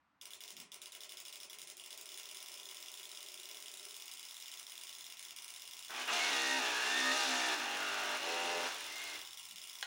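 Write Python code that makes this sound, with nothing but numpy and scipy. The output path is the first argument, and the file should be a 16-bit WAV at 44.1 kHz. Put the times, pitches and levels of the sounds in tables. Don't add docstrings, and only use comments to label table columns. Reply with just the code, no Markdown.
import sys
import numpy as np
from scipy import signal
from scipy.fft import rfft, irfft, next_fast_len
from scipy.io import wavfile
from scipy.ndimage import map_coordinates

SR = 44100
rng = np.random.default_rng(int(sys.argv[2]) if len(sys.argv) > 2 else 0)


def file_out(sig):
    cols = np.atleast_2d(sig).T
    lim = np.clip(cols, -1, 1)
    pcm = np.round(lim * 32767).astype(np.int16)
    wavfile.write(sys.argv[1], SR, pcm)


N = 434826


def amp(db):
    return 10 ** (np.asarray(db) / 20)

def unit_rms(x):
    return x / np.sqrt(np.mean(x ** 2) + 1e-20)

def unit_energy(x):
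    return x / np.linalg.norm(x)

def along(points, hz):
    freqs, values = np.transpose(points)
    return np.interp(np.log(hz + 1), np.log(freqs + 1), values)

def curves(rows):
    times, *columns = np.transpose(rows)
    return [np.interp(np.arange(N) / SR, times, column) for column in columns]

def wobble(rate):
    knots = rng.standard_normal(int(N * rate / SR) + 4)
    return map_coordinates(knots, [np.arange(N) * rate / SR])

def gate(start, end, rise, release):
    t = np.arange(N) / SR
    return np.clip((t - start) / rise, 0, 1) * np.exp(-np.clip((t - end) / release, 0, 20))

def filtered(x, response):
    size = next_fast_len(len(x) + 8192)
    return irfft(rfft(x, size) * response(np.fft.rfftfreq(size, 1 / SR)), size)[:len(x)]

def coloured(x, spectrum):
    return filtered(x, lambda hz: amp(along(spectrum, hz)))

def resonate(x, modes):
    return filtered(x, lambda f: sum(
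        (-1) ** k * amp(db) * 1j * f * width / (hz * hz - f * f + 1j * f * width)
        for k, (hz, width, db) in enumerate(modes)))

def click():
    return np.pad([1.], (0, SR // 4 - 1))

def burst(t60):
    t = np.arange(SR // 4) / SR
    return unit_energy(rng.standard_normal(len(t)) * amp(-60 * t / t60))

def add(track, start, x):
    part = track[max(round(start * SR), 0):][:len(x)]
    part += x[:len(part)]

def shaft(speed, flutter):
    return 2 * np.pi * np.cumsum(speed * (1 + flutter * wobble(45))) / SR

def tone(phase, db=0):
    return amp(db) * np.sin(phase + rng.uniform(0, 2 * np.pi))


# frequency in Hz, seconds to fall 60 dB.
ROOM_DECAY = [(200, 0.5), (1000, 0.46), (4000, 0.25), (9000, 0.22), (16000, 0.1)]

def room_tail(delay):
    hz, t, spectra = signal.stft(rng.standard_normal(SR // 3), SR, nperseg=256)
    decay = amp(-60 * t / along(ROOM_DECAY, hz)[:, None])
    tail = signal.istft(spectra * decay, SR, nperseg=256)[1]
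    return unit_energy(np.pad(tail, (int(delay * SR), 0))[:SR // 4])

def in_room(x, wet_db):
    reflections = signal.fftconvolve(x, room_tail(delay=.006))[:N]
    return (x + amp(wet_db) * reflections) / np.sqrt(1 + amp(wet_db) ** 2)


# frequency in Hz, relative level in dB.
AIR_SPECTRUM = [(18, -70), (30, -48), (76, -16.5), (228, -9), (281, -3.5), (330, -16), (394, -22),
                (978, -7), (1200, -6.5), (15000, -47)]
# time in seconds, level in dB.
DRONE_LEVEL = [(0, -91), (4.2, -96), (5, -89), (5.8, -89), (6.6, -99), (7.6, -87.5), (9.2, -80), (9.8, -91)]

def room_tone():
    air = amp(-78) * unit_rms(coloured(rng.standard_normal(N), AIR_SPECTRUM))
    drone_db, = curves(DRONE_LEVEL)
    spectrum = [(30, -30), (55, -13), (76, 4.5), (115, -4), (170, -5), (300, -30), (900, -69)]
    return air + amp(drone_db) * unit_rms(coloured(rng.standard_normal(N), spectrum))


# pull-in time in seconds, seconds until release, relative pull-in level in dB.
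SINGLE_COUNTS = [(0.213, 0.042, -48.5), (0.306, 0.028, -49.5), (0.406, 0.031, -47.5), (0.478, 0.027, -48),
                 (0.567, 0.034, -48), (0.718, 0.025, -48), (0.817, 0.041, -46.5), (0.921, 0.029, -48.5),
                 (1.006, 0.028, -47), (1.093, 0.028, -47.5), (1.171, 0.031, -46), (1.252, 0.03, -46.5),
                 (1.326, 0.031, -46.5), (1.402, 0.03, -47.5), (1.498, 0.033, -47.5), (1.586, 0.031, -47.5),
                 (1.673, 0.027, -49), (1.769, 0.028, -50), (1.838, 0.023, -49.5), (1.906, 0.022, -46.5),
                 (1.976, 0.036, -46.5), (2.057, 0.033, -47.5), (4.629, 0.038, -50.5)]
# first count and last count, in seconds.
COUNT_RUNS = [(2.118, 3.031), (3.092, 3.999), (4.057, 4.573), (4.697, 5.1), (5.17, 5.284), (5.363, 5.48),
              (5.539, 6.34), (6.395, 6.683), (6.746, 7.328), (7.393, 7.391), (7.462, 8.722), (8.784, 9.308),
              (9.373, 9.487), (9.559, 9.787)]

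def counts(period_s=.0573, hold_s=.0234, pull_db=-48):
    starts = [s for first, last in COUNT_RUNS
              for s in np.linspace(first, last, round((last - first) / period_s) + 1)]
    scatter = rng.standard_normal((len(starts), 2))
    even = [(s, hold_s + .0004 * longer, pull_db + louder) for s, (longer, louder) in zip(starts, scatter)]
    return list(SINGLE_COUNTS) + even


# frequency in Hz, width in Hz, gain in dB.
FRAME_MODES = [(2370, 560, -7), (2932, 46, 7), (3404, 250, 3.5), (3927, 230, 1.5), (5220, 175, 6),
               (5580, 570, 3), (5840, 790, 2), (9090, 840, -5.5), (10086, 49, 5), (11100, 2400, -11.5),
               (14700, 1060, -5.5)]
# frequency in Hz, width in Hz, gain in dB.
METAL_MODES = [(2185, 17, -6), (2890, 37, -1), (3417, 22, 0), (3864, 39, -3.5), (4990, 26, 0.5),
               (5220, 25, 2), (5420, 26, -7), (5460, 49, -5), (5740, 53, -4), (6950, 45, 0),
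               (7500, 37, -3.5), (9240, 40, -5.5), (9770, 42, 2)]

def clack(walls):
    strike, chatter = click(), burst(t60=.014)
    contact = strike + 1.2 * chatter
    shift = 1 + .028 * rng.uniform(-1, 1)
    frame = unit_energy(resonate(contact, [(hz * shift, width, db) for hz, width, db in FRAME_MODES]))
    ringing = unit_energy(resonate(contact, METAL_MODES))
    answer = unit_energy(signal.fftconvolve(strike + .42 * chatter, walls)[:len(strike)])
    return amp(26.5) * unit_energy(frame + amp(-5.5) * ringing + amp(2) * answer)


# frequency in Hz, gain in dB.
WALL_COLOUR = [(150, -44), (350, -22.5), (500, -34), (620, -14.5), (900, -10), (1030, -3), (1150, -11),
               (1300, -8), (1450, -11), (1700, -12), (2050, -1.5), (3000, 1), (4450, -4.5), (5400, -0.5),
               (8200, -6), (10000, -3), (13200, -21.5), (15200, -1.5)]
# frequency in Hz, width in Hz, gain in dB.
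BENCH_MODES = [(368, 26.4, 3.5), (420, 13, 4.5), (605, 73, 0.5)]
# time in seconds, dB added to the blow's level.
BENCH_KNOCK = [(0, 7), (2.2, 7), (3.85, 8.5), (4, -2), (5, 1), (5.17, -1), (5.3, -1.5), (9.8, -2)]

def counter():
    track = np.zeros(N)
    walls = unit_energy(coloured(room_tail(delay=.0095), WALL_COLOUR))
    blows = [(clack(walls), unit_energy(resonate(room_tail(delay=.00283), BENCH_MODES)))
             for _ in range(24)]
    knock_db, = curves(BENCH_KNOCK)
    pulses = counts()
    for (start, hold, pull_db), (later, louder) in zip(pulses, rng.standard_normal((len(pulses), 2))):
        pawl = (start + .007 + .0005 * later, pull_db - 4.5)
        release = (start + hold, -46 + .4 * louder)
        for when, db in [(start, pull_db), pawl, release]:
            metal, bench = blows[rng.integers(len(blows))]
            bench_db = knock_db[int(start * SR)] + 3.5 * np.clip(rng.standard_normal(), -2, 1)
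            add(track, when, amp(db) * (metal + amp(bench_db) * bench))
    return track


# time of the peak in seconds, level in dB.
SOFT_BUMPS = [(.6, -65.5), (1.46, -83), (1.63, -80), (9.55, -75)]

def bumps(rise_s=.093):
    swell = sum(amp(db) * gate(peak - rise_s, peak, rise_s, release=.06) for peak, db in SOFT_BUMPS)
    rumble = resonate(rng.standard_normal(N), [(205, 70, 0)])
    return swell * unit_rms(resonate(rumble, [(201, 140, 0)]))


# start, end and rise in seconds, then base levels of hum, rattle, paper and cover in dB.
TRIP_STAGES = [(5.879, 6.019, 0.13, -46.5, -42.5, -48, -67), (6.075, 6.095, 0.01, -50, -50, -54, -40),
               (6.07, 6.314, 0.06, -40.5, -40.5, -42, -47), (6.305, 6.59, 0.027, -39, -46.5, -41.5, -43),
               (6.587, 6.924, 0.047, -41, -43, -43, -45), (6.922, 7.533, 0.05, -39.4, -43.5, -40.6, -43.5),
               (7.557, 8.161, 0.053, -44.3, -44.5, -48, -49),
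               (8.155, 8.665, 0.082, -51, -45.5, -47.5, -46.5),
               (8.68, 9.166, 0.029, -55.5, -51.5, -52.5, -54.5)]

def stage_gains(speed, slide_db_per_doubling=23):
    power = np.zeros((4, N))
    for start, end, rise, hum_db, rattle_db, paper_db, cover_db in TRIP_STAGES:
        mean_speed = speed[int(start * SR):int(end * SR)].mean()
        slide_db = slide_db_per_doubling * np.log2(speed / mean_speed)
        envelope = gate(start, end, rise, release=.056)
        power += [(envelope * amp(db)) ** 2 for db in (hum_db, rattle_db, paper_db + slide_db, cover_db)]
    return np.sqrt(power)


# time in seconds, turns a second.
MOTOR_SPEED = [(5.88, 61.7), (6.08, 65.7), (6.13, 79), (6.19, 77.4), (6.23, 78.8), (6.296, 79),
               (6.308, 72.5), (6.335, 69.2), (6.39, 67.25), (6.575, 67.2), (6.61, 61.5), (6.74, 59.1),
               (6.88, 62.3), (6.96, 65.1), (7.11, 65.6), (7.17, 69), (7.24, 67.6), (7.31, 64.4),
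               (7.45, 63.8), (7.54, 61.8), (7.66, 47.4), (7.85, 49), (7.93, 50.4), (8.14, 50.2), (8.29, 57),
               (8.65, 57.7), (8.76, 72), (8.92, 73.8), (9.06, 76.6), (9.2, 73.5)]
# frequency in Hz, gain in dB.
HUM_COLOUR = [(200, -24), (265, -3), (340, -7), (400, -5), (470, -9), (540, -13), (602, 0), (655, -7),
              (715, 2), (775, -5), (807, 1), (880, -3), (946, 0), (1040, -12), (1180, -6), (1243, 2),
              (1310, -9), (1490, 0), (1595, 1), (1680, -7), (1780, -2), (2050, -9), (2450, -5), (3300, -14)]
RATTLE_COLOUR = [(80, -43), (160, -23), (280, -15.5), (400, -5), (520, -11), (800, -3.5), (1100, -3.5),
                 (1720, -0.5), (2100, -1.5), (2450, 1), (2750, -0.5), (3100, 1), (4200, -13), (6500, -15),
                 (11000, -65)]
PAPER_COLOUR = [(2500, -41), (3400, 0), (4200, -2.5), (4800, -3.5), (5600, -1), (7000, -6.5), (8300, -14),
                (10500, -16), (13000, -29), (16000, -26.5)]

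def transport():
    speed, = curves(MOTOR_SPEED)
    hum_gain, rattle_gain, paper_gain, cover_gain = stage_gains(speed)
    angle = shaft(speed, flutter=.0015)
    hum = unit_rms(sum(tone(k * angle, along(HUM_COLOUR, k * speed) + 3.2 * wobble(9))
                       for k in range(3, 46)))
    teeth = rng.standard_normal(N) * amp(.37 * np.sin(angle) + 1.4 * wobble(300))
    rattle = unit_rms(coloured(teeth, RATTLE_COLOUR))
    friction = rng.standard_normal(N) * amp(1.4 * wobble(500))
    paper = unit_rms(coloured(friction, PAPER_COLOUR))
    tones = hum_gain * hum + cover_gain * cover(angle) + gear_whine(speed, angle, teeth)
    return in_room(tones, wet_db=-14) + in_room(rattle_gain * rattle + paper_gain * paper, wet_db=-5)


# frequency in Hz, width in Hz, gain in dB.
COVER_MODES = [(2576, 34, 2.5), (2781, 42, 7), (2877, 63, -1), (3420, 31, -5.5), (3517, 100, -9),
               (3880, 24, -5.5), (4180, 68, -5.5)]

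def cover(angle):
    orders = unit_rms(sum(tone(k * angle, 2.5 * wobble(18)) for k in range(33, 88)))
    return unit_rms(resonate(orders + .6 * rng.standard_normal(N), COVER_MODES))


# start in seconds, level in dB.
GEAR_JERKS = [(5.896, -17), (6.075, -8.5), (8.655, -13)]
# frequency in Hz, width in Hz, gain in dB.
CLUNK_MODES = [(780, 290, 1.5), (1060, 170, 8), (1520, 680, 4.5), (2800, 710, -11)]

def gear_clunks():
    track = np.zeros(N)
    for start, db in GEAR_JERKS:
        add(track, start, amp(db) * unit_energy(resonate(burst(t60=.13), CLUNK_MODES)))
    return in_room(track, wet_db=5)


# start, end and rise in seconds, level in dB, play in radians.
WHINE_SPELLS = [(6.157, 6.288, 0.083, -41.5, .25), (6.315, 6.6, 0.025, -43, 0.5),
                (6.6, 6.904, 0.17, -43.5, 0.9), (6.888, 7.123, 0.061, -41, 0.4),
                (7.165, 7.545, 0.28, -44.3, 1), (7.7, 8.66, .1, -56, .9), (8.7, 9.16, 0.25, -56.5, 1.1)]
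# multiple of the shaft speed, relative level in dB.
MESH_ORDERS = [(26, -11), (27, -7), (28, 4.5), (29, -21), (44, -7), (54, -9), (55, -1), (56, -5)]
# frequency in Hz, gain in dB.
GEARBOX_COLOUR = [(1400, -10), (1700, -0.5), (1850, 0), (2200, 2), (2400, -11), (2620, 5), (2760, 5),
                  (2880, -2.5), (3100, -7), (3450, -7), (3570, -1), (3750, -6), (4500, -6)]
# frequency in Hz, width in Hz, gain in dB.
CASE_MODES = [(1560, 32, -24), (1830, 40, 5), (3660, 110, -3)]

def gear_whine(speed, angle, teeth):
    load = sum(amp(db) * gate(start, end, rise, release=.015) for start, end, rise, db, _ in WHINE_SPELLS)
    play, = curves([((start + end) / 2, radians) for start, end, _, _, radians in WHINE_SPELLS])
    backlash = play * (wobble(130) + wobble(20))
    mesh = sum(tone(k * angle + backlash, db + along(GEARBOX_COLOUR, k * speed) + 2.2 * wobble(35))
               for k, db in MESH_ORDERS)
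    case = amp(-13) * unit_rms(resonate(teeth, CASE_MODES))
    return load * (mesh + case)


# start and end in seconds, level in dB.
ROLLER_GRIPS = [(7.56, 7.65, -51), (7.765, 8.153, -45.5), (8.199, 8.662, -70)]

def roller_grind():
    speed, = curves(MOTOR_SPEED)
    grip = sum(amp(db) * gate(start, end, rise=.052, release=.03) for start, end, db in ROLLER_GRIPS)
    angle = shaft(speed, flutter=.00345)
    chatter = unit_rms(sum(tone(k * angle) for k in range(12, 36))) + 1.2 * rng.standard_normal(N)
    guide_modes = [(165, 70, -14), (800, 25, -1.5), (907, 30, 0), (1166, 65, -1.8), (1435, 97, -1)]
    return grip * unit_rms(resonate(chatter, guide_modes))


# multiple of the shaft speed, relative level in dB.
BUZZ_ORDERS = [(2, -33), (3, -15.5), (4, -8.5), (5, -6), (6, -3), (7, 0), (8, -12), (9, 1), (10, -6),
               (11, -1.5), (12, -9), (13, -11), (14, -5), (15, -8.5), (16, -5.5), (17, -8), (18, -13),
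               (19, -18), (20, -8), (21, -10), (23, -9.5), (24, -7), (31, -8), (32, -18)]

def eject_motor(on_s=8.15, off_s=8.662, from_hz=76, full_hz=86.6, spin_up_s=.11):
    age = np.maximum(np.arange(N) / SR - on_s, 0)
    speed = full_hz + (from_hz - full_hz) * np.exp(-age / spin_up_s)
    level_db = -40.3 + 36 * np.log2(speed / full_hz)
    angle = shaft(speed, flutter=.0029)
    buzz = unit_rms(sum(tone(k * angle, db + 1.5 * wobble(13)) for k, db in BUZZ_ORDERS))
    rollers = unit_rms(resonate(rng.standard_normal(N), [(170, 33, -3.5), (420, 71, 7), (810, 330, -2)]))
    envelope = gate(on_s, off_s, rise=.15, release=.015)
    return in_room(envelope * amp(level_db) * (buzz + amp(-13) * rollers), wet_db=-17)


# frequency in Hz, width in Hz, gain in dB.
NOTE_MODES = [(760, 150, -3), (1180, 110, 3.5), (1620, 200, 0), (2050, 300, -6), (3100, 300, -1),
              (4320, 450, -5.5), (6500, 1500, -14.5)]

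def note_snap(start_s=9.8268):
    track = np.zeros(N)
    tug = click() + 1.1 * burst(t60=.032)
    add(track, start_s, amp(-9.5) * unit_energy(resonate(tug, NOTE_MODES)))
    return in_room(track, wet_db=-5)


def scene():
    return (room_tone() + counter() + bumps() + transport() + gear_clunks()
            + roller_grind() + eject_motor() + note_snap())[None]

def record(dry):
    return filtered(dry[0], lambda hz: hz < 15950)[None]


dry = scene()
out = record(dry)
file_out(out)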